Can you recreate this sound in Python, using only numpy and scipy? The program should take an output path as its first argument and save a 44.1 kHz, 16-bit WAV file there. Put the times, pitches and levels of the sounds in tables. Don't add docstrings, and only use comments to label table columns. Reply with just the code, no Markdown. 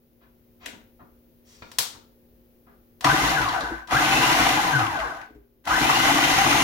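import sys
import numpy as np
from scipy import signal
from scipy.fft import rfft, irfft, next_fast_len
from scipy.io import wavfile
from scipy.ndimage import uniform_filter1d

SR = 44100
rng = np.random.default_rng(int(sys.argv[2]) if len(sys.argv) > 2 else 0)


def file_out(sig):
    cols = np.atleast_2d(sig).T
    lim = np.clip(cols, -1, 1)
    pcm = np.round(lim * 32767).astype(np.int16)
    wavfile.write(sys.argv[1], SR, pcm)


N = 292486
TIME = np.arange(N) / SR

# f/Hz, correlation/1
STEREO_CORRELATION = [(60, .9), (300, 0.45), (600, 0.4), (1100, -.25), (3000, 0.05), (15000, 0)]
# f/Hz, T60/s
ROOM_T60 = [(100, .38), (500, .44), (1500, .41), (5000, .37), (10000, .3), (16000, .24)]
CUTOFF_HZ = 16000

# t/s, level/dB
AIR_LEVEL = [(0, -4.5), (0.6, -1.5), (3.0, -1.5), (5.4, -6), (6.63, -6)]
# f/Hz, level/dB
AIR_COLOUR = [(25, -14), (50, 0), (80, -7), (110, -6), (170, -11), (330, -10.5), (520, -14), (700, -22),
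              (1100, -28), (6300, -37), (8400, -46), (11000, -31), (14000, -27.5), (15000, -23)]
AIR_DB = -66
# f/Hz, level/dB
HUM_TONES = [(239, -67), (358, -76), (431, -81), (528, -77.5)]

FALL_START_S, FALL_SWELL_S, FALL_START_HZ, FALL_HZ_PER_S = 5.25, .05, 445, 310
FALL_DB, FALL_FADE_DB_PER_S = -57.5, 65

# t/s, level/dB, contact/s, lowpass f/Hz
FINGER_KNOCKS = [(0.205, -67, .02, 3500), (0.728, -51, .006, 1500), (0.99, -52, .014, 1100),
                 (1.620, -43, .003, 7000), (1.945, -50, .007, 1000), (2.66, -60, .02, 1500)]
# f/Hz, level/dB
BOWL_COLOUR = [(60, -15), (150, -10), (240, -4), (305, 0), (480, -13), (820, -9.5), (1500, -7), (1900, -15),
               (4500, -19), (8000, -36), (14000, -46)]
# start t/s, end t/s, level/dB, swell/s, lowpass f/Hz
LID_SLIDES = [(0.595, 0.664, -43.5, 0.058, 1870), (1.44, 1.56, -65, 0.05, 14500),
              (1.56, 1.755, -68.5, 0.03, 7000)]
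# f/Hz, level/dB
SCRAPE_COLOUR = [(400, -3), (1000, 2), (1700, 2.5), (3500, 5.5), (6500, 7.5), (9000, -0.5), (15000, -7.5)]
SLIDE_RELEASE_S = .012
# t/s, level/dB, bass level/dB, treble level/dB
PLASTIC_SNAPS = [(1.715, -40, 8, -3), (1.785, -12, -2.5, 0.5), (3.008, -41.5, 16.5, 2),
                 (3.044, -20, 12, -14), (3.873, -43, 11, -14.5), (5.653, -37.5, 3.5, -6)]
# f/Hz, level/dB
PLASTIC_COLOUR = [(59, -44), (100, -7), (137, -4), (184, -14), (257, -5.5), (375, -11.5), (492, -1.5),
                  (582, -9.5), (633, -7), (1000, -0.5), (2580, -6.5), (3530, -0.5), (8000, -4.5),
                  (15000, -8.5)]
# f/Hz, level/dB
RIM_COLOUR = [(88, -45), (150, -27), (283, 6.5), (401, -4), (459, -1), (787, -5), (1300, -20), (1430, -1.5),
              (1980, -2.5), (3750, -4.5), (4720, -13), (6940, -10.5), (8920, -15), (15000, -20.5)]
SEAT_S, SEAT_DB = 0.657, -32.5

# t/s, level/dB, pitch f/Hz
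CHUNK_BLOWS = [(3.043, -15, 750), (3.092, -22, 1500), (3.236, -19, 900), (3.290, -27, 4200),
               (3.412, -22, 1400), (3.486, -28, 4000), (3.605, -29, 3800), (3.907, -25, 1300),
               (3.944, -23, 800), (4.045, -24, 2600), (4.229, -18, 1020), (4.275, -21, 900),
               (4.385, -21, 820), (4.573, -21, 900), (4.648, -23, 950), (4.790, -23, 1350),
               (4.998, -29, 1900), (5.212, -41, 2000), (5.671, -23, 1300), (5.813, -22, 850),
               (5.930, -21, 1020), (5.953, -25, 4400), (6.064, -19, 800), (6.170, -21, 1100),
               (6.335, -21, 880), (6.381, -23, 1500), (6.599, -20, 1000)]
CHUNK_THUD_DB, CHUNK_RING_DB = -10.5, -6.5
KNOCK_WIDTH = 0.12

# on t/s, blade engages t/s, off t/s, speed limit before easing/(turns/s), run-up/s,
# coast/s, dry friction/(turns/s), first bite level/dB, flying bits level/dB
MOTOR_BURSTS = [(3.013, 3.038, 3.265, 208, .087, .455, 75, -2.5, 0.5),
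                (3.871, 3.903, 4.48, 262, .124, .65, 112, -8, 0.5),
                (5.638, 5.663, 6.7, 276, .135, .65, 112, -10.5, 0.5)]
REFERENCE_TURNS_PER_S = 290
TEETH = 11
EASING_TURNS_PER_S2 = 19
GRIP_S, BITE_S, BITE_DB = 0.015, 0.076, -27
IDLE_GRIP = 0.4
COAST_PATTER_DB, SETTLE_S = -14.5, 1

# t/s, thump level/dB, rocking level/dB
LUMP_THUMPS = [(3.046, -14.5, -41), (3.076, -28, -29), (3.125, -14.5, -50), (3.214, -25, -25),
               (3.392, -20, -30), (3.623, -26.5, -33), (3.705, -22, -28.5), (3.92, -18.5, -29),
               (4.135, -15, -27), (4.389, -15.5, -25.5), (4.499, -20.5, -48), (4.99, -55, -31),
               (5.298, -42, -48), (5.348, -39.5, -42), (5.561, -64.5, -54.5), (5.70, -25, -27),
               (5.809, -18.5, -27), (6.141, -21, -49), (6.548, -27, -41)]
THUMP_S, THUMP_DB, THUMP_ROCK_DB = 0.019, -16.5, -10
FEET_HZ, FEET_T60_S = 55.3, 0.36
# f/Hz, width f/Hz, level/dB
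BASE_MODES = [(119, 28, -4), (164.4, 70, -5.5), (232.7, 80, -5), (290, 30, 4), (336, 26, -1.5),
              (430, 182, -13)]
# f/Hz, level/dB
UNBALANCE_RADIATION = [(70, -63.5), (100, -49), (125, -38.5), (160, -45), (235, -53), (295, -41)]

ROCK_DB, ROCK_LAW = -56, 0.66
THUD_DB, THUD_LAW = -38.5, 0.97
PATTER_DB, PATTER_LAW = -33, 0.98
RATTLE_DB, RATTLE_LAW = -35, 0.52
BITE_PATTER_DB = -10.5

PIECES_PER_S, PIECES_DB, PIECE_RANGE_HZ, PIECE_SIZES = 110, -36.5, (680, 4200), 14
PIECE_SLOPE = -.55
# f/Hz, level/dB
PATTER_COLOUR = [(1060, -11.5), (1750, -8), (2020, 4), (2350, -11), (2690, -0.5), (3260, -5), (3650, -4),
                 (4660, -9), (6470, -9.5), (7200, -12), (7770, -19), (10000, -16.5), (12500, -17.5),
                 (15000, -22.5), (16000, -27.5)]

# f/Hz, width f/Hz, level/dB
GEAR_CASE_MODES = [(1502, 30, 0), (1600, 90, -3)]
RING_DB, RING_LAW, RING_FLARE_DB = -46.5, .33, -8
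# f/Hz, width f/Hz, level/dB
HOUSING_MODES = [(711, 128, -2.5), (785, 78, 2.5), (836, 80, -2), (1002.5, 33, 3), (1078, 120, -3),
                 (1202, 200, -4), (1392, 56, -2.5), (1500, 56, -2), (1810, 240, -7), (1934, 236, -4.5),
                 (2001, 60, -4), (2230, 200, -9), (2450, 77, -5.5), (2730, 130, -8.5), (3040, 70, -10)]
FLUTTER_DB, FLUTTER_HZ = 3.2, 14
CREEP_TURNS_PER_S = 13

# f/Hz, level/dB
WHINE_RADIATION = [(200, -60), (500, -50), (700, -33), (810, -31.5), (910, -36.5), (1010, -33),
                   (1130, -28.5), (1250, -34.5), (1390, -28.5), (1520, -27.5), (1700, -36), (1900, -40),
                   (2300, -45), (2550, -36.5), (2820, -36), (3000, -45), (3200, -50), (5500, -50),
                   (6000, -43), (6450, -35.5), (7500, -56), (8400, -47), (9200, -52), (9750, -37.5),
                   (11000, -54), (12700, -45), (14000, -54)]
# multiple/1, level/dB
TOOTH_OVERTONES = [(1, 0), (2, -8.5), (3, -12.5), (4, -14.5)]
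SEATED_TURNS_PER_S = 105
SURGE_DB, FULL_TORQUE_TURNS_PER_S2 = 2.5, 760
UNLOADED_DB, UNLOADED_FAST_DB = -3, -6


def from_db(db):
    return 10 ** (np.asarray(db) / 20)


def rms_one(x):
    return x / np.sqrt(np.mean(x ** 2) + 1e-20)


def at_hz(points, hz):
    f, value = np.transpose(points)
    return np.interp(np.log(np.maximum(hz, 1)), np.log(f), value)


def drift(rate_hz):
    r = np.exp(-80 * np.pi * rate_hz / SR)
    noise = rng.standard_normal(N // 40 + 2002)
    slow = signal.lfilter([1], [1, -2 * r, r * r], noise)[2000:]
    return np.interp(np.arange(N) / 40, np.arange(len(slow)), rms_one(slow))


def cut(x, hz, kind, order=2):
    return signal.sosfilt(signal.butter(order, hz, kind, fs=SR, output="sos"), x + 1e-18)


def coloured(x, spectrum, size=4096):
    magnitude = from_db(at_hz(spectrum, np.fft.rfftfreq(size, 1 / SR)))
    cepstrum = irfft(np.log(magnitude))
    cepstrum[1:size // 2] *= 2
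    cepstrum[size // 2 + 1:] = 0
    response = irfft(np.exp(rfft(cepstrum)))
    return signal.oaconvolve(x, response / np.linalg.norm(response))[:N]


def resonate(x, modes, flutter_db=0):
    out = 0
    for k, (hz, width_hz, db) in enumerate(modes):
        r = np.exp(-np.pi * width_hz / SR)
        drive = x * from_db(flutter_db * drift(FLUTTER_HZ)) if flutter_db else x
        poles = [1, -2 * r * np.cos(2 * np.pi * hz / SR), r * r]
        mode = (1 - r * r) / 2 * signal.lfilter([1, 0, -1], poles, drive + 1e-18)
        out = out + (-1) ** k * from_db(db) * mode
    return rms_one(out)


def grains(per_s, spread_db):
    born = rng.random(N) < per_s / SR
    sizes = from_db(spread_db * np.minimum(rng.exponential(1, N), 4)) * rng.choice([-1, 1], N)
    return rms_one(born * sizes / np.sqrt(per_s))


def diffuse(size):
    mid, side = rfft(rng.standard_normal((2, size)))
    alike = np.clip(at_hz(STEREO_CORRELATION, np.fft.rfftfreq(size, 1 / SR)), -.99, .99)
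    return irfft(np.sqrt(1 + alike) * mid + np.sqrt(1 - alike) * side * [[1], [-1]], size)


def kitchen_echo(early_db, early_s, size=32768):
    t, hz = np.arange(size) / SR, np.fft.rfftfreq(size, 1 / SR)
    noise = rfft(diffuse(size))
    band = np.round(3 * np.log2(np.maximum(hz, 200))) / 3
    tail = 0
    for k in np.unique(band):
        tail = tail + irfft(noise * (band == k)) * from_db(-60 * t / at_hz(ROOM_T60, 2 ** k))
    echo = tail * (1 + from_db(early_db) * np.exp(-t / early_s)) * (t > .001)
    return echo / np.linalg.norm(echo, axis=1, keepdims=True)


def placed(x, echo, wet_db, pan_db, lag_ms):
    direct = np.array([np.interp(TIME - lag_ms / 1000, TIME, x), x])
    wet = signal.oaconvolve(x[None], echo, axes=1)[:, :N]
    both = direct + from_db(wet_db) * wet
    return both / np.hypot(1, from_db(wet_db)) * from_db([[pan_db / 2], [-pan_db / 2]])


def crack(s, level_db, fade_s, slips):
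    t = TIME[:SR // 40]
    left = np.maximum(1 - t / fade_s, 0)
    wave = np.sin(np.pi * SR * fade_s * left ** 2 / 2)
    slip_noise = slips * rng.standard_normal(len(t)) * np.exp(-t / fade_s)
    out, at = np.zeros(N), round(s * SR)
    out[at:at + len(t)] = from_db(level_db) * (wave + slip_noise)
    return out


def background():
    sides = diffuse(next_fast_len(N))[:, :N]
    air = rms_one(np.array([coloured(side, AIR_COLOUR) for side in sides]))
    hum = sum(from_db(db + 0.79 * drift(1.7)) * np.sin(2 * np.pi * hz * TIME) for hz, db in HUM_TONES)
    level_db = np.interp(TIME, *np.transpose(AIR_LEVEL))
    return (from_db(AIR_DB) * air + hum) * from_db(level_db) * from_db([[1], [-1]])


def falling_tone():
    t = np.clip(TIME - FALL_START_S, 0, 1)
    level_db = FALL_DB - FALL_FADE_DB_PER_S * t + 0.67 * drift(23)
    phase = 2 * np.pi * np.cumsum(FALL_START_HZ - FALL_HZ_PER_S * t) / SR
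    return np.minimum(t / FALL_SWELL_S, 1) * from_db(level_db) * np.sin(phase)


def finger_knocks():
    touches = 0
    for s, db, contact_s, lowpass_hz in FINGER_KNOCKS:
        phase = np.clip((TIME - s) / contact_s, 0, 30)
        contact = phase * np.exp(1 - phase) * rng.standard_normal(N)
        touches = touches + from_db(db) * cut(contact, lowpass_hz, "low")
    return coloured(touches, BOWL_COLOUR)


def lid_slide():
    slips, out = coloured(grains(7200, spread_db=-4.0), SCRAPE_COLOUR), 0
    for start, end, db, swell_s, lowpass_hz in LID_SLIDES:
        swell = np.clip((TIME - start) / swell_s, 0, 1)
        release = np.exp(-np.clip((TIME - end) / SLIDE_RELEASE_S, 0, 20))
        out = out + from_db(db) * swell * release * cut(slips, lowpass_hz, "low")
    return out


def snaps():
    force = 0
    for s, db, bass_db, treble_db in PLASTIC_SNAPS:
        burst = crack(s, db, fade_s=.0014, slips=.08)
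        bass, treble = cut(burst, 1800, "low", order=1), cut(burst, 1800, "high", order=1)
        force = force + from_db(bass_db) * bass + from_db(treble_db) * treble
    seat = crack(SEAT_S, SEAT_DB, fade_s=.004, slips=.08)
    return coloured(force, PLASTIC_COLOUR) + coloured(seat, RIM_COLOUR)


def chunk_hits():
    blows, rings = 0, 0
    for s, db, hz in CHUNK_BLOWS:
        blow = crack(s, db, fade_s=.004, slips=.4)
        blows = blows + blow
        rings = rings + blow.std() * resonate(blow, [(hz, hz * KNOCK_WIDTH, 0)])
    return from_db(CHUNK_THUD_DB) * coloured(blows, BOWL_COLOUR) + from_db(CHUNK_RING_DB) * rings


def motor():
    speed, grip, bite, bits = np.zeros((4, N))
    for on, engage, off, top, run_up_s, coast_s, friction, bite_db, bits_db in MOTOR_BURSTS:
        held_s = np.clip(TIME - on, 0, off - on)
        driven = top * (1 - np.exp(-held_s / run_up_s)) + EASING_TURNS_PER_S2 * held_s
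        coasted_s, engaged_s = np.maximum(TIME - off, 0), np.maximum(TIME - engage, 0)
        turning = (driven + friction) * np.exp(-coasted_s / coast_s) - friction
        gripped = np.minimum(engaged_s / GRIP_S, 1)
        leads = turning > speed + 1e-9
        speed = np.where(leads, turning, speed)
        grip = np.where(leads, np.maximum(gripped, IDLE_GRIP), grip)
        settling_db = COAST_PATTER_DB * (1 - np.exp(-coasted_s / SETTLE_S))
        bits = np.where(leads, from_db(bits_db + settling_db), bits)
        bite = bite + from_db(BITE_DB + bite_db) * gripped * np.exp(-engaged_s / BITE_S)
    return speed, grip, bite, bits


def feet_rocking(pace, grip):
    sway = resonate(cut(rng.standard_normal(N), 61, "low"), [(FEET_HZ, 4.5, 0)])
    return from_db(ROCK_DB) * grip * pace ** ROCK_LAW * sway


def lump_thumps():
    shove, sway = 0, 0
    for s, db, rock_db in LUMP_THUMPS:
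        t = np.maximum(TIME - s, 0)
        shove = shove + from_db(db) * (t > 0) * np.exp(-np.minimum(t / THUMP_S, 20))
        swing = np.sin(2 * np.pi * FEET_HZ * t) * (1 - np.exp(-t / THUMP_S))
        sway = sway + from_db(rock_db - 60 * t / FEET_T60_S) * swing
    force = shove * rng.standard_normal(N)
    thump = from_db(THUMP_DB) * force.std() * resonate(force, BASE_MODES)
    return thump, from_db(THUMP_ROCK_DB) * sway


def base_thuds(speed, pace, grip):
    thuds = resonate(grains(200 + 2 * speed, spread_db=2.5), BASE_MODES)
    return from_db(THUD_DB) * grip * pace ** THUD_LAW * thuds


def rotor_hum(turns, speed, waver_db):
    level_db = at_hz(UNBALANCE_RADIATION, speed) + waver_db * drift(16)
    return np.sin(2 * np.pi * turns) * from_db(level_db) * np.minimum(speed / 70, 1)


def small_pieces(pace):
    pitches_hz = np.geomspace(*PIECE_RANGE_HZ, num=PIECE_SIZES)
    hits = grains(PIECES_PER_S * (.2 + pace), spread_db=3.0)
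    dealt = rng.integers(0, PIECE_SIZES, N)
    out = 0
    for k, hz in enumerate(pitches_hz):
        knock = resonate(hits * (dealt == k), [(hz, hz * KNOCK_WIDTH, 0)])
        out = out + (hz / pitches_hz[0]) ** PIECE_SLOPE * knock
    return rms_one(out)


def wall_patter(speed):
    spray = grains(150 + 6 * speed, spread_db=3.5) + 1.05 * rng.standard_normal(N)
    return rms_one(coloured(spray, PATTER_COLOUR))


def tooth_meshes(turns):
    return np.diff(np.floor(turns * TEETH), prepend=0)


def gear_rattle(turns, speed, loose_db, rub, throb_db, dull_hz, bright_db):
    uneven = rng.standard_normal(N) * from_db(loose_db * rng.standard_normal(N))
    blows = tooth_meshes(turns) * uneven / np.sqrt(speed + 5)
    force = (rms_one(blows) + rub * rng.standard_normal(N)) * from_db(throb_db * drift(30))
    soft, hard = cut(force, dull_hz, "low", order=5), cut(force, dull_hz, "high", order=5)
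    hard_gain = from_db(bright_db * (speed / speed.max() - 0.97))
    return resonate(soft + hard * hard_gain, HOUSING_MODES, FLUTTER_DB)


def gear_ring(turns, pace, grip, whine):
    taps = tooth_meshes(turns) * rng.standard_normal(N) * grip * pace ** RING_LAW / np.sqrt(pace + .02)
    flare = whine.std() * resonate(whine, GEAR_CASE_MODES[:1])
    return from_db(RING_DB) * resonate(taps, GEAR_CASE_MODES) + from_db(RING_FLARE_DB) * flare


def gear_whine(turns, speed, waver_db, smear_rad):
    mesh = 2 * np.pi * turns * TEETH
    coasting = uniform_filter1d((np.gradient(speed) < 0) * 1., size=2000)
    tones = 0
    for k, db in TOOTH_OVERTONES:
        level_db = at_hz(WHINE_RADIATION, k * TEETH * speed) + db + waver_db * drift(40)
        tones = tones + from_db(level_db) * np.sin(round(k) * mesh + smear_rad * drift(55))
    seated = coasting + (1 - coasting) * np.minimum(speed / SEATED_TURNS_PER_S, 1) ** 4
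    unloaded_db = coasting * (UNLOADED_DB + UNLOADED_FAST_DB * (speed / speed.max()) ** 3)
    return tones * seated * np.minimum(speed / 45, 1) * from_db(unloaded_db)


def chopper():
    speed, grip, bite, bits = motor()
    turns = np.cumsum(speed * (1 + .003 * drift(12))) / SR
    pace = speed / REFERENCE_TURNS_PER_S

    thump, sway = lump_thumps()
    out = (feet_rocking(pace, grip) + sway) * from_db([[1], [-1]])
    base = base_thuds(speed, pace, grip) + thump + rotor_hum(turns, speed, waver_db=3)
    out = out + placed(base, kitchen_echo(early_db=3, early_s=.008), wet_db=-9, pan_db=4, lag_ms=.12)

    knocking = from_db(PIECES_DB) * grip * bits * pace ** PATTER_LAW * small_pieces(pace)
    echo = kitchen_echo(early_db=14, early_s=.003)
    out = out + placed(knocking, echo, wet_db=1, pan_db=3.2, lag_ms=.15)

    torque = np.clip(np.gradient(speed) * SR / FULL_TORQUE_TURNS_PER_S2, 0, 1)
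    whine = from_db(SURGE_DB * torque) * grip * gear_whine(turns, speed, waver_db=2.5, smear_rad=1.0)
    echo = kitchen_echo(early_db=9, early_s=.006)
    out = out + placed(whine, echo, wet_db=-1, pan_db=3.2, lag_ms=.13)
    ring = gear_ring(turns, pace, grip, whine)
    echo = kitchen_echo(early_db=6, early_s=.006)
    out = out + placed(ring, echo, wet_db=-3, pan_db=3.2, lag_ms=.1)

    bounce = speed / (speed + CREEP_TURNS_PER_S)
    rattle_gain = from_db(RATTLE_DB) * grip * pace ** RATTLE_LAW * bounce + bite
    patter_gain = from_db(PATTER_DB) * grip * bits * pace ** PATTER_LAW + from_db(BITE_PATTER_DB) * bite
    tumble, sides = drift(35), np.arange(4)
    for side in sides:
        rattle = gear_rattle(turns, speed, loose_db=3.5, rub=.4, throb_db=3.0, dull_hz=1740, bright_db=16)
        rattle = rattle_gain * from_db(1.3 * tumble) * rattle
        patter = patter_gain * from_db(0.88 * tumble) * wall_patter(speed)
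        echo = kitchen_echo(early_db=15.0, early_s=0.0036)
        lag_ms = 0.063 + 0.028 * side
        bowl = placed(rattle + patter, echo, wet_db=3.0, pan_db=2.5, lag_ms=lag_ms)
        out = out + bowl / np.sqrt(len(sides))
    return out


def scene():
    echo = kitchen_echo(early_db=10, early_s=0.0025)
    handling = falling_tone() + finger_knocks() + lid_slide() + chunk_hits()
    handling = placed(handling, echo, wet_db=4, pan_db=3, lag_ms=.2)
    clicks = placed(snaps(), echo, wet_db=9.0, pan_db=5.0, lag_ms=-0.027)
    return background() + handling + clicks + chopper()


def record(dry):
    rounded = 2.126 * np.tanh(dry / 0.74)
    return signal.sosfilt(signal.ellip(10, .2, 80, CUTOFF_HZ, fs=SR, output="sos"), rounded)


dry = scene()
out = record(dry)
file_out(out)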